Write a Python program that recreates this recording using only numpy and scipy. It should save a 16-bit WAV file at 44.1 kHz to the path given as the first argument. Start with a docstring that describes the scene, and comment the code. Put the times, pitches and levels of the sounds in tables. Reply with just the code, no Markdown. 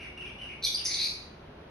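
"""On a hard-walled porch, a parrot held in a cardboard box gives two harsh rasps.
Each rasp is an uneven pulse train ringing the throat; thin squeaks fall in and between them.
The box adds narrow resonances and the porch echoes. Hoarse chirps sound farther off,
mostly beforehand, over a low outdoor rumble and a faint hum."""
import sys
import numpy as np
from scipy import signal
from scipy.fft import rfft, irfft, next_fast_len
from scipy.io import wavfile
from scipy.ndimage import uniform_filter1d, map_coordinates

SR = 44100
rng = np.random.default_rng(int(sys.argv[2]) if len(sys.argv) > 2 else 0)


def transcribe(signal):
    """Save signal, clipped to [-1, 1], as a 16-bit WAV file at the path in sys.argv[1]."""
    frames = np.atleast_2d(signal).T
    limited = np.clip(frames, -1, 1)
    pcm = np.round(limited * 32767).astype(np.int16)
    wavfile.write(sys.argv[1], SR, pcm)


N = 74970

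# Outdoor rumble: freq_hz, gain_db
RUMBLE_SPECTRUM = [(15, -46), (25, -10), (59, -1), (112, -6), (145, -2.5), (178, -7.5), (219, -6.5),
                   (418, -10), (1520, -19.5), (1920, -23.5), (2420, -25), (3380, -29.5), (6800, -47),
                   (7350, -63.5), (12000, -48), (15600, -87), (22000, -120)]
# Rumble width: freq_hz, side_minus_mid_db
RUMBLE_SIDE = [(60, -55), (120, -32), (230, -22.5), (440, -5), (850, -0.5), (1650, -5), (3200, 3),
               (6210, 0), (12000, -5)]
# Hum tones: freq_hz, level_db, left_minus_right_db
HUM_TONES = [(63.5, -61, -0.5), (363.2, -62, -4.5), (419.7, -68.5, -7)]
# Far chirps: start_s, length_s, pitch_hz, level_db, roughness
CHIRP_NOTES = [(0, 0.08, 2323, -44, 0.07), (0, 0.057, 2780, -45, .04), (.174, .014, 2844, -36.5, 0.03),
               (.21, 0.023, 2873, -37, .04), (.25, 0.057, 2374, -44.5, 0.04),
               (.255, 0.049, 2853, -47, 0.13), (.335, 0.014, 2300, -57, 0.08),
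               (.385, 0.026, 2882, -41.5, 0.02), (.414, 0.013, 2993, -34.5, 0),
               (.432, 0.035, 2847, -39, 0.03), (.49, 0.05, 2340, -42.5, 0.06),
               (.485, 0.061, 2850, -72, .04), (.775, 0.051, 2984, -42, 0.12)]
# Chirp hiss: freq_hz, gain_db
CHIRP_HISS_SPECTRUM = [(700, -22), (1500, 5.5), (2400, 10.5), (3400, 1.5), (4200, -7), (5800, -1.5),
                       (7500, -32.5), (9500, -9), (12000, -22)]
# Throat resonances, a curve per rasp: time_s, main_hz, main_db, low_db, upper_db, top_db
THROAT_CURVES = [
    [(0.628, 4200, -29, -51, -42.5, -57), (0.636, 4290, -34, -58, -50, -49),
     (0.646, 4480, -26.5, -42, -32.5, -42), (0.654, 4410, -23.5, -50, -33.5, -35),
     (0.674, 3930, -37.5, -35, -34, -39.5), (0.7, 3820, -33, -51, -48, -62)],
    [(0.848, 5060, -44, -41, -33.5, -34), (0.858, 5130, -26.5, -45, -29.5, -39.5),
     (0.878, 4730, -39.5, -45, -35, -46), (0.92, 4280, -32.5, -41, -41.5, -63),
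     (0.956, 4330, -32, -43, -41.5, -50), (0.962, 4430, -45, -42, -53, -48),
     (0.992, 4116, -27.5, -41.5, -47, -57), (1.048, 4390, -27, -42, -48.5, -44),
     (1.085, 4740, -36, -42, -47, -64)],
]
# Glides per rasp, for the low, upper and top resonances: start_hz, end_hz
THROAT_GLIDES = [
    [(2380, 2307), (6050, 5750), (11300, 10970)],
    [(2080, 2410), (6100, 6440), (10000, 10900)],
]
# Ring time constants per rasp: main_s, low_s, upper_s, top_s
THROAT_RING_S = [(.0003, 0.0012, 0.00039, 0.00018), (.00036, 0.00051, 0.00035, 0.00018)]
# Left minus right per rasp: main_db, low_db, upper_db, top_db
THROAT_PAN_DB = [(1, 3.8, -7.5, 0.0046), (2, 1.3, -5.5, 0.029)]
# Air hiss in the rasps: freq_hz, gain_db
BREATH_SPECTRUM = [(710, -60), (1200, -30), (1710, -30), (2290, -12), (3110, -37), (3460, -11.5),
                   (4450, -7), (5090, -4), (6230, -20), (7560, -32), (8080, -28), (11000, -27),
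                   (12000, -25), (15600, -57), (22000, -120)]
# Parrot squeaks: start_s, length_s, pitch_hz, level_db, roughness
SQUEAK_NOTES = [(.636, 0.0074, 4130, -28, 0.06), (.6495, 0.0027, 4370, -19.5, 0.08),
                (.661, 0.0278, 3490, -34, .06), (.7465, 0.0063, 4722, -22, 0.01),
                (.7555, 0.0083, 4720, -29, 0.07), (.784, 0.02, 4800, -42.5, .08),
                (.854, 0.019, 5070, -32, .06), (.941, 0.0081, 4486, -29.5, 0.09),
                (.953, 0.0047, 4510, -29, 0.09), (.970, 0.0021, 4380, -28, 0.1)]
# Box and nearby walls: centre_hz, width_hz, gain_db
BOX_RESONANCES = [(3650, 195, 4.5), (4020, 54, 3), (3985, 50, 3), (4350, 43, -3.5), (4520, 38, 4.5),
                  (4588, 53, 2.5), (5513, 46, 8), (6013, 93, 4.5)]
# Porch decay: freq_hz, t60_s
PORCH_DECAY = [(500, 0.23), (2400, 0.66), (4300, 0.47), (6500, 0.55), (11000, 0.42)]
# Porch echo width: freq_hz, left_right_correlation
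PORCH_CORRELATION = [(2000, -0.24), (3000, -0.45), (4300, 0.24), (6000, 0.043), (9000, .75)]
# Overall treble colour: freq_hz, gain_db
TREBLE_COLOUR = [(3000, -1), (6300, 0), (6800, -3.5), (7600, -8.5), (8400, 6.5), (9500, 1.5), (12000, -1.5)]


def amp(db):
    """Decibels to gain."""
    return 10 ** (np.asarray(db) / 20)


def pan(db):
    """Stereo gains for a left-minus-right level."""
    return amp(db * np.array([[.5], [-.5]]))


def along(points, hz):
    """Interpolate (freq_hz, value) points on a log axis."""
    freqs_hz, values = np.transpose(points)
    return np.interp(np.log(hz + 1), np.log(freqs_hz + 1), values)


def wobble(rate_hz):
    """Smooth random curve, rate_hz knots a second."""
    return map_coordinates(rng.standard_normal(N // 8), [np.arange(N) * rate_hz / SR], mode="wrap")


def filtered(x, response):
    """Apply a frequency response."""
    size = next_fast_len(x.shape[-1] + 8192)
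    return irfft(rfft(x, size) * response(np.fft.rfftfreq(size, 1 / SR)), size)[..., :x.shape[-1]]


def coloured(x, spectrum):
    """Shape by a spectrum, scale to rms 1."""
    x = filtered(x, lambda hz: amp(along(spectrum, hz)))
    return x / np.sqrt(np.mean(x ** 2) + 1e-20)


def gate(start_s, end_s, edge_s):
    """Soft-edged window."""
    t = np.arange(N) / SR
    return (1 + np.tanh(2 * (t - start_s) / edge_s)) * (1 + np.tanh(2 * (end_s - t) / edge_s)) / 4


def whistles(notes, octave_db, fall, edge_s, flutter_hz):
    """Short notes with shaky, sagging pitch; returns sound and envelope."""
    t, out, envelope = np.arange(N) / SR, np.zeros(N), np.zeros(N)
    for start_s, length_s, pitch_hz, level_db, roughness in notes:
        progress = np.clip((t - start_s) / length_s, 0, 1) - .5
        hz = pitch_hz * (1 - fall * progress + roughness * wobble(flutter_hz))
        phase = 2 * np.pi * np.cumsum(hz) / SR
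        level = amp(level_db) * gate(start_s, start_s + length_s, edge_s)
        out += level * np.sqrt(2) * (np.sin(phase) + amp(octave_db) * np.sin(2 * phase))
        envelope += level
    return out, envelope


def rumble():
    """Low outdoor noise, near mono in the bass."""
    mid = rng.standard_normal(N)
    side = filtered(rng.standard_normal(N), lambda hz: amp(along(RUMBLE_SIDE, hz)))
    return amp(-48) * coloured(np.array([mid + side, mid - side]), RUMBLE_SPECTRUM)


def hum(swell_db=3, waver_rad=0.43):
    """Three faint tones wavering in level and phase."""
    t, out = np.arange(N) / SR, np.zeros((2, N))
    for hz, level_db, pan_db in HUM_TONES:
        level = np.sqrt(2) * amp(level_db + swell_db * wobble(8.92))
        out += pan(pan_db) * level * np.sin(2 * np.pi * hz * t + waver_rad * wobble(7.64))
    return out


def chirps():
    """Hoarse notes with a little hiss."""
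    tone, envelope = whistles(CHIRP_NOTES, octave_db=-33, fall=0.033, edge_s=0.0038, flutter_hz=380)
    return tone + amp(-12) * envelope * coloured(rng.standard_normal(N), CHIRP_HISS_SPECTRUM)


def porch(x, delay_s=0.0032, build_s=0.002):
    """Hard-wall echo: each frequency decays at its own rate."""
    hz, t, noise = signal.stft(rng.standard_normal((2, SR)), SR, nperseg=256)
    decay = amp(-60 * t / along(PORCH_DECAY, hz)[:, None]) * (1 - np.exp(-t / build_s))
    pair = signal.istft(noise * decay, SR, nperseg=256)[1]
    width_rad = lambda f: np.arccos(along(PORCH_CORRELATION, f)) / 2
    mid, side = filtered(pair, lambda f: np.array([np.cos(width_rad(f)), np.sin(width_rad(f))]))
    tail = np.array([mid + side, mid - side])
    echo = signal.fftconvolve(x[None], tail / np.linalg.norm(tail[0]), axes=1)[:, :N]
    return filtered(echo, lambda f: np.exp(-2j * np.pi * f * delay_s))


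def throat_ring(times_s, sizes, hz, ring_s):
    """Each pulse rings a resonance that swells and dies; running rms held at 1."""
    index = (times_s * SR).astype(int)[:, None] + np.arange(1, 400)
    age_s = index / SR - times_s[:, None]
    envelope = sizes[:, None] * (age_s / ring_s) ** 2 * np.exp(-age_s / ring_s)
    grains = envelope * np.sin(2 * np.pi * hz[:, None] * age_s)
    train = np.bincount(index.ravel(), grains.ravel(), N)[:N]
    return train / np.sqrt(np.abs(uniform_filter1d(train ** 2, 700)) + 1e-9)


def rasps(pulse_hz=559.8, jitter=.4, scatter_db=2, flutter_db=1.5, flutter_hz=220.7):
    """Uneven pulses drive four gliding throat resonances; air hisses along."""
    t, out = np.arange(N) / SR, np.zeros((2, N))
    for curve, glides, rings_s, pans_db in zip(THROAT_CURVES, THROAT_GLIDES, THROAT_RING_S, THROAT_PAN_DB):
        knots_s, main_hz, *levels_db = np.transpose(curve)
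        times_s = np.cumsum(np.exp(jitter * rng.standard_normal(1500))) / pulse_hz
        sizes = amp(scatter_db * rng.standard_normal(len(times_s)))
        centres_hz = [np.interp(times_s, knots_s, main_hz)]
        centres_hz += [np.interp(times_s, knots_s[[0, -1]], glide) for glide in glides]
        voice = np.zeros((2, N))
        for hz, db, ring_s, pan_db in zip(centres_hz, levels_db, rings_s, pans_db):
            level = amp(np.interp(t, knots_s, db))
            voice += pan(pan_db) * level * throat_ring(times_s, sizes, hz, ring_s)
        breath = coloured(rng.standard_normal(N), BREATH_SPECTRUM)
        breath *= amp(np.interp(t, knots_s, levels_db[0]) - 9.5)
        flutter = amp(flutter_db * wobble(flutter_hz))
        out += (voice + breath) * flutter * gate(knots_s[0], knots_s[-1], edge_s=0.0081)
    return amp(-3) * out


def squeaks():
    """The parrot's thin, very short whistles."""
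    return whistles(SQUEAK_NOTES, octave_db=-21.5, fall=.01, edge_s=0.002, flutter_hz=900)[0]


def box(x):
    """Surfaces close to the bird: narrow peaks and one dip."""
    return filtered(x, lambda f: 1 + sum(
        (amp(db) - 1) * 1j * f * width_hz / (hz ** 2 - f ** 2 + 1j * f * width_hz)
        for hz, width_hz, db in BOX_RESONANCES))


def scene(left_lead_s=2e-5):
    """Parrot near and slightly left; chirps mostly echo."""
    parrot = amp(-2) * box(squeaks() + rasps())
    far = chirps()
    near = filtered(parrot, lambda hz: np.exp(1j * np.pi * hz * left_lead_s * np.array([[1], [-1]])))
    echo = porch(parrot.mean(axis=0) + amp(-2.5) * far)
    return near + amp(-5) * pan(1.6) * far + echo + rumble() + hum()


def record(dry, cutoff_hz=12100):
    """Overall treble colour: a dip near 7.6 kHz, a peak just above, then a steep band limit."""
    return filtered(dry, lambda hz: amp(along(TREBLE_COLOUR, hz)) / (1 + (hz / cutoff_hz) ** 120))


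dry = scene()
out = record(dry)
transcribe(out)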